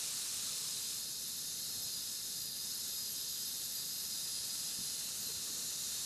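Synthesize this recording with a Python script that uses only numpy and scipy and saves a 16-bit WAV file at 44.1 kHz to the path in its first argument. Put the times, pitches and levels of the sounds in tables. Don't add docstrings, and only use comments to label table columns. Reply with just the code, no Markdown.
import sys
import numpy as np
from scipy import signal
from scipy.fft import rfft, irfft, next_fast_len
from scipy.io import wavfile
from scipy.ndimage import map_coordinates

SR = 44100
rng = np.random.default_rng(int(sys.argv[2]) if len(sys.argv) > 2 else 0)


def generate_wav(sig):
    pcm = np.round(np.clip(np.atleast_2d(sig).T, -1, 1) * 32767).astype(np.int16)
    wavfile.write(sys.argv[1], SR, pcm)


N = 267201
TIME, BINS = np.arange(N) / SR, np.fft.rfftfreq(N, 1 / SR)

# time in seconds, vigour in dB.
BOIL_VIGOUR = [(0, -58), (0.6, -60), (0.92, -61.5), (1.18, -62.5), (1.8, -62), (2.4, -62.5), (3.7, -61.5),
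               (4.7, -60), (6.0, -60)]
CALM_DB = -63
# start in seconds, length in seconds, change in dB.
BOIL_SURGES = [(.42, 0.14, 1.5), (.84, 0.12, 1), (1.5, 0.64, 0.5), (2.6, 0.34, 1), (3.36, 0.22, 0.2),
               (4.3, 0.45, 0.4), (5.06, 0.24, -1.8), (5.24, 0.14, 0), (5.72, 0.77, 0.9)]
# pitch in hertz, nominal width in hertz, relative level in dB.
CUP_RESONANCES = [(1425, 210, -18), (1744, 144, -13.5), (2096, 53, -17), (2516, 61, -15.5),
                  (2870, 260, -16.5), (3174, 61, -9), (3630, 145, -2.5), (3770, 150, -0.5),
                  (4076, 250, 1.5), (4420, 520, -0.5), (4960, 220, -1.5), (5230, 220, -3.5)]
SLOSH, SLOSH_PER_S = 0.008, 3
# frequency in hertz, relative level in dB per hertz.
STEAM_COLOUR = [(3400.0, -45), (4800.0, -10), (5550.0, -3.5), (5900.0, -4.5), (6200.0, -0.5), (6550.0, -1),
                (7150.0, -0.5), (7600.0, -7.5), (8100.0, -3), (8550.0, -12.5), (10000.0, -5.5),
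                (13000.0, -28.5)]
SPATTER_COLOUR = [(200.0, -10), (600.0, -6), (950.0, -5), (1300.0, -2.5), (1620.0, -3.5), (1950.0, -3.5),
                  (2330.0, -5.5), (2650.0, 1.5), (3400.0, -2.5), (5500.0, 1), (8800.0, 5.5), (11500.0, -1),
                  (13000.0, 1), (15000.0, -10.5)]
FIZZ_COLOUR = [(7000.0, -24), (9100.0, -25), (9900.0, -4.5), (10600.0, -1.5), (10950.0, 0.5), (11400.0, 2),
               (12100.0, 3), (12700.0, -4.5), (13500.0, -10), (15000.0, -15)]
# start in seconds, length in seconds, change in dB.
STEAM_CHOKES = [(2.44, 0.2, -3), (3.68, 0.32, -1)]
# start in seconds, length in seconds, change in dB.
FIZZ_THINNING = [(5.0, 1.4, -1)]

# frequency in hertz, relative level in dB per hertz.
CRACKLE_SPECTRUM = [(500, -37), (1200, -2), (1800, -14), (2400, -0.5), (4000, 1), (6500, 2.5), (8400, 10.5),
                    (11500, -9), (13200, 5), (15000, 5)]
POP_SPECTRUM = [(1500, -19), (3000, 1), (4200, 0), (8500, 0), (12500, -7), (15000, -14)]
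# time in seconds, peak level in dB.
LOUD_POPS = [(.0372, -27), (.0449, -25), (.0555, -32), (.1018, -31), (.1359, -29.5), (.1986, -32),
             (.2375, -32), (.2643, -29.5), (.2836, -31), (.4337, -32), (.4675, -27), (.5332, -32),
             (.6792, -32), (.7597, -29), (.8379, -31), (.9058, -30), (.9187, -30.5), (5.3941, -31)]
CRACKLE_DB, CRACKLE_FADE_DB_PER_S, CRACKLE_END_S, CRACKLE_RELEASE_S = -44, 1.5, 1.14, 0.2

# time in seconds, pitch in hertz, level in dB.
MAIN_CURVE = [(.45, 5040, -58), (.7, 5120, -50), (.79, 4860, -54), (.86, 5040, -49), (.96, 5150, -54),
              (1.06, 4990, -54), (1.22, 5140, -53.5), (1.55, 5020, -56), (1.83, 5100, -48),
              (1.96, 4920, -50), (2.12, 5100, -50.5), (2.33, 5110, -54), (2.38, 4960, -49),
              (2.5, 4910, -51), (2.6, 5000, -50), (2.75, 5090, -50), (2.95, 5060, -49), (3.12, 4920, -51),
              (3.2, 5070, -51), (3.33, 4910, -49), (3.48, 5040, -48), (3.63, 5000, -59), (3.71, 5100, -51),
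              (3.77, 4860, -48.5), (3.88, 5010, -49.5), (4.04, 5050, -49), (4.25, 4940, -48),
              (4.4, 4980, -49.5), (4.94, 4990, -50.5), (5.02, 4980, -63), (5.3, 4960, -59),
              (5.55, 5000, -61), (5.7, 5000, -66)]
# time in seconds, pitch in hertz, level in dB.
HIGH_CURVE = [(.7, 10550, -63), (1.35, 11000, -58), (1.85, 11170, -56), (2.35, 11400, -60),
              (2.7, 11430, -63), (2.95, 11560, -51), (3.25, 11600, -55), (3.42, 11750, -51.5),
              (4.1, 11780, -50)]
# time in seconds, pitch in hertz, level in dB.
SWOOP_CURVE = [(5.08, 13230, -54), (5.17, 12650, -54), (5.25, 11760, -48), (5.3, 11800, -50),
               (5.345, 12450, -56), (5.39, 12700, -59), (5.46, 12530, -55), (5.51, 12300, -57),
               (5.56, 11900, -52), (5.65, 11700, -60)]
# start in seconds,
# length in seconds, first pitch in hertz, last pitch in hertz, level in dB, clear share from 0 to 1.
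OTHER_WHISTLES = [(0, 0.74, 5260, 5270, -56, 0.3), (0.38, .45, 4080, 4130, -56, 0),
                  (.6, 1.3, 9810, 9900, -60, .55), (1.2, 0.35, 5310, 5310, -59, .45),
                  (1.55, 0.51, 4120, 4125, -57, .2), (2.0, 1.22, 10030, 10000, -58.5, 0.6),
                  (2.75, 1.6, 11950, 12070, -57, 0.2), (3.0, .5, 3180, 3143, -64.5, .3),
                  (4.08, .42, 11000, 11020, -51.5, 0.1), (4.482, .56, 11080, 11100, -52, .2),
                  (4.27, 0.49, 3290, 3300, -65, .3), (4.6, 0.58, 2964, 2965, -66, 0),
                  (3.331, 0.53, 7830, 7880, -58, 0.03), (3.36, .4, 11050, 10980, -57, .2),
                  (5.15, 0.4, 6730, 7100, -57, .1), (5.2, .13, 10750, 10650, -59, .6),
                  (5.23, .16, 4050, 4150, -51, .15), (5.33, .16, 11600, 11500, -65, .5),
                  (5.39, .14, 10560, 10540, -62, .6), (5.45, 0.683, 4200, 4220, -62, 0.2),
                  (5.531, 0.56, 7000, 7200, -50, 0.2), (5.56, 0.63, 5800, 5900, -54.5, 0.1),
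                  (5.598, .55, 11150, 11150, -56, .1), (5.61, 0.41, 11730, 11760, -56, .4),
                  (5.74, .2, 12950, 12300, -56, .6)]
# start in seconds, length in seconds, first pitch in hertz,
# last pitch in hertz, level in dB.
STEAM_SQUEAKS = [(1.565, 0.045, 12100, 11200, -52), (1.62, .05, 12450, 12350, -54),
                 (1.685, .04, 12400, 11600, -52), (1.75, .05, 11700, 11200, -52),
                 (1.81, .055, 12100, 11300, -50), (2.385, 0.095, 12300, 11850, -52),
                 (2.71, 0.069, 12000, 11700, -55), (2.93, .08, 11650, 12000, -54),
                 (3.1, 0.037, 11800, 11900, -50), (5.03, 0.06, 12150, 11750, -53)]
SQUEAK_WIDTH_HZ = 200
OPEN_S, BREATHY_HZ = 0.048, 300
WAVER_HZ, WAVER_PER_S, JITTER_HZ, JITTER_PER_S = 25.07, 9, 55.5, 150
SPUTTER_DB, SPUTTER_PER_S = 0.2, 38
RINGS_PER_S, RINGS_SHARE, RING_DECAY_S = 420, 0.37, 0.0079
RING_SCATTER_HZ, RING_GLIDE_HZ_PER_S = 85, 2300

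# time in seconds, level in dB before the base's own levels.
BASE_KNOCKS = [(4.788, -47), (4.809, -50.5), (5.2, -55), (5.226, -57), (5.269, -51), (5.355, -57),
               (5.502, -55)]
# pitch in hertz, level in dB, time to fade by 60 dB in seconds.
BASE_MODES = [(134.3, -9, .25), (191, 5.5, 0.054), (237, -13, .08)]
KNOCK_RISE_S = 0.002
# start in seconds, length in seconds, pitch in hertz,
# width in hertz, level in dB.
SOFT_BUMPS = [(.38, .3, 470, 90, -70), (.42, .16, 1330, 296, -66.5), (0.597, .12, 1150, 400, -70),
              (1.41, 0.4, 135, 90, -69), (1.603, 0.18, 1350, 300, -73), (1.72, 0.2, 700, 548, -69),
              (1.724, 0.18, 159.9, 140, -63.5), (2.6, 0.089, 1000, 400, -74), (2.74, 0.07, 1020, 400, -73),
              (4.628, 0.11, 175, 70.2, -65), (4.79, 0.093, 135.4, 35, -64), (5.275, 0.058, 425, 70, -62),
              (5.278, .05, 1000, 500, -67), (5.323, .09, 95, 50, -65.5), (5.36, 0.38, 420, 220, -67.5),
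              (5.417, 0.35, 220.2, 130, -70), (5.46, 0.056, 1150, 400, -68), (5.523, 0.055, 455, 80, -64)]
# frequency in hertz, relative level in dB per hertz.
RUMBLE_COLOUR = [(22, -15), (42, -17), (60, -2), (80, -3.5), (140, 1), (180, 0.5), (200, -1), (228, 1.5),
                 (290, -6), (460, -6.5), (560, -10.5), (750, -16), (1050, -20), (1800, -63)]
RUMBLE_DB = -61.5
# delay in seconds, level in dB.
WINDOW_ECHOES = [(.00423, -60), (.00662, -21.5), (0.0163, -24)]
# frequency in hertz,
# distance in hertz at which the change has shrunk to about a third, change in dB.
REFLECTION_DIPS = [(3380, 67, 4), (4860, 58, 1), (6360, 55, -2), (7070, 81, -4.5), (11300, 44, -7)]
DRIFT_PER_S = 3.1
# frequency in hertz, gain in dB.
MICROPHONE_COLOUR = [(11000, -0.5), (12280, -1), (12700, -9), (13050, -14), (13600, -11), (14500, -16)]
EDGE_HZ = 15400


def boil():
    vigour_db = np.interp(TIME, *np.transpose(BOIL_VIGOUR)) - CALM_DB
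    surge_db = swells(BOIL_SURGES)
    ring_db = -48 + 0.24 * vigour_db + surge_db
    steam_db = -45.5 + 0.52 * vigour_db + 0.26 * surge_db + swells(STEAM_CHOKES)
    spatter_db = -53 + 1.55 * vigour_db + 0.2 * surge_db
    fizz_db = -48 - 0.42 * vigour_db + 0.43 * surge_db + swells(FIZZ_THINNING)

    ring = bubbles(cup_gain(), per_s=40000, spread_db=0.5, surge_db=0.25, surge_per_s=20)
    steam = bubbles(colour(STEAM_COLOUR), per_s=90000, spread_db=0.3, surge_db=0.4, surge_per_s=20)
    spatter = bubbles(colour(SPATTER_COLOUR), per_s=90000, spread_db=0.5, surge_db=0.7, surge_per_s=16)
    fizz = bubbles(colour(FIZZ_COLOUR), per_s=70000, spread_db=0.2, surge_db=0.5, surge_per_s=14)
    out = amp(ring_db) * sloshed(ring) + amp(steam_db) * steam
    return out + amp(spatter_db) * spatter + amp(fizz_db) * fizz


def cup_gain():
    power = np.zeros(len(BINS))
    for hz, width, db in CUP_RESONANCES:
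        peak = amp(db) / (1 + ((BINS - hz) / (0.64 * width)) ** 2)
        power += peak ** 2
    return np.sqrt(power)


def bubbles(gain, per_s, spread_db, surge_db, surge_per_s):
    count = rng.poisson(per_s / SR, N)
    size = amp(spread_db * np.minimum(rng.exponential(1, N), 4))
    clicks = np.sqrt(count) * size * rng.standard_normal(N)
    surging = clicks * amp(surge_db * wander(surge_per_s))
    return evened(filtered(surging, gain))


def sloshed(x):
    place = np.arange(N) + np.cumsum(SLOSH * wander(SLOSH_PER_S))
    return map_coordinates(x, [place], order=3, mode="mirror")


def crackle():
    release = np.clip((CRACKLE_END_S - TIME) / CRACKLE_RELEASE_S, 0, 1)
    level = amp(CRACKLE_DB - CRACKLE_FADE_DB_PER_S * TIME) * release
    sparse = bubbles(colour(CRACKLE_SPECTRUM), per_s=1700, spread_db=0.7, surge_db=0, surge_per_s=30)
    s, peak_db = np.transpose(LOUD_POPS)
    clicks = np.bincount(np.round(s * SR).astype(int), amp(peak_db), N)
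    snap = colour(POP_SPECTRUM)
    snap = snap / irfft(snap, N)[0]
    return level * sparse + filtered(clicks, snap)


def jets():
    out = main_jet() + whistle(HIGH_CURVE, clear=0.45) + whistle(SWOOP_CURVE, clear=0.45)
    for s, length, first_hz, last_hz, db, clear in OTHER_WHISTLES:
        out += whistle([(s, first_hz, db), (s + length, last_hz, db)], clear)
    for s, length, first_hz, last_hz, db in STEAM_SQUEAKS:
        glide = np.interp(TIME, [s, s + length], [first_hz, last_hz])
        out += amp(db) * burst(s, length, glide, SQUEAK_WIDTH_HZ)
    return out


def main_jet():
    s, pitch_hz, db = np.transpose(MAIN_CURVE)
    span = s[-1] - s[0]
    t, rings = TIME[:SR // 16], np.zeros(N)
    for place, size, phase, detune, glide in rng.random((int(RINGS_PER_S * span), 5)):
        start = s[0] + place * span
        scatter = RING_SCATTER_HZ * np.sqrt(12) * (detune - 0.5)
        hz = np.interp(start, s, pitch_hz) + scatter + RING_GLIDE_HZ_PER_S * (2 * glide - 1) * t
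        envelope = (0.5 + size) * t * np.exp(-t / RING_DECAY_S)
        add(rings, start, envelope * np.sin(2 * np.pi * (np.cumsum(hz) / SR + phase)))
    rings = evened(rings) * np.sqrt(span / TIME[-1]) * amp(np.interp(TIME, s, db))
    tone = whistle(MAIN_CURVE, clear=0.68)
    return np.sqrt(RINGS_SHARE) * rings + np.sqrt(1 - RINGS_SHARE) * tone


def whistle(curve, clear):
    s, pitch_hz, db = np.transpose(curve)
    hz = np.interp(TIME, s, pitch_hz) + WAVER_HZ * wander(WAVER_PER_S)
    gate = np.clip(np.minimum(TIME - s[0], s[-1] - TIME) / OPEN_S, 0, 1)
    core_hz = hz + JITTER_HZ * wander(JITTER_PER_S)
    sputter = amp(SPUTTER_DB * wander(SPUTTER_PER_S))
    core = evened(sputter * np.sin(2 * np.pi * np.cumsum(core_hz) / SR))
    breath = narrow_noise(hz, BREATHY_HZ)
    voice = np.sqrt(clear) * core + np.sqrt(1 - clear) * breath
    return gate * amp(np.interp(TIME, s, db)) * voice


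def knocks():
    t, out = TIME[:SR // 2], np.zeros(N)
    modes = sum(amp(db) * np.exp(-np.log(1000) * t / t60) * np.sin(2 * np.pi * hz * t)
                for hz, db, t60 in BASE_MODES)
    thud = np.minimum(t / KNOCK_RISE_S, 1) * modes
    for s, db in BASE_KNOCKS:
        add(out, s, amp(db) * thud)
    return out


def bumps():
    return sum(amp(db) * burst(s, length, hz, width) for s, length, hz, width, db in SOFT_BUMPS)


def rumble():
    return amp(RUMBLE_DB) * evened(filtered(rng.standard_normal(N), colour(RUMBLE_COLOUR)))


def surroundings(x, wet_db, t60):
    echoes = sum(amp(db) * np.exp(-2j * np.pi * BINS * delay) for delay, db in WINDOW_ECHOES)
    dips = amp(sum(db * np.exp(-((BINS - hz) / width) ** 2) for hz, width, db in REFLECTION_DIPS))
    tails = rng.standard_normal((3, N)) * np.exp(-np.log(1000) * TIME / t60) * (TIME > 0.006)
    blend = np.array([wander(DRIFT_PER_S) for tail in tails])
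    wet = np.array([filtered(x, dips * rfft(tail / np.linalg.norm(tail))) for tail in tails])
    diffuse = (wet * blend).sum(0) / np.linalg.norm(blend, axis=0)
    return filtered(x, dips * (1 + echoes)) + amp(wet_db) * diffuse


def burst(s, length, hz, width_hz):
    return evened(swell(s, length) * narrow_noise(hz, width_hz)) * np.sqrt(length / TIME[-1])


def narrow_noise(hz, width_hz):
    turn = np.exp(2j * np.pi * np.cumsum(hz * np.ones(N)) / SR)
    drift = wander(width_hz / 2) + 1j * wander(width_hz / 2)
    return evened((turn * drift).real)


def wander(per_s):
    size = next_fast_len(N // 8, True)
    hz = np.fft.rfftfreq(size, TIME[-1] / size)
    coarse = irfft(rfft(rng.standard_normal(size)) / (1 + (hz / per_s) ** 2), size)
    return evened(np.interp(TIME, np.linspace(0, TIME[-1], size), coarse))


def swell(s, length):
    return np.sin(np.pi * np.clip((TIME - s) / length, 0, 1))


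def swells(rows):
    return sum(db * swell(s, length) for s, length, db in rows)


def add(mix, s, sound):
    part = mix[max(round(s * SR), 0):][:len(sound)]
    part += sound[:len(part)]


def colour(points):
    hz, db = np.transpose(points)
    return amp(np.interp(np.log(BINS + 1), np.log(hz), db))


def filtered(x, gain):
    return irfft(rfft(x) * gain, N)


def evened(x):
    return x / np.sqrt(np.mean(x ** 2) + 1e-20)


def amp(db):
    return 10 ** (np.asarray(db) / 20)


def scene():
    cup = surroundings(boil() + crackle() + jets(), wet_db=-17, t60=0.061)
    return np.tile(cup + knocks() + bumps() + rumble(), (2, 1))


def record(dry):
    heard = filtered(dry, colour(MICROPHONE_COLOUR))
    low_pass = signal.firwin(511, EDGE_HZ, window=("kaiser", 9), fs=SR)
    return signal.oaconvolve(heard, low_pass[None], "same", axes=1)


dry = scene()
out = record(dry)
generate_wav(out)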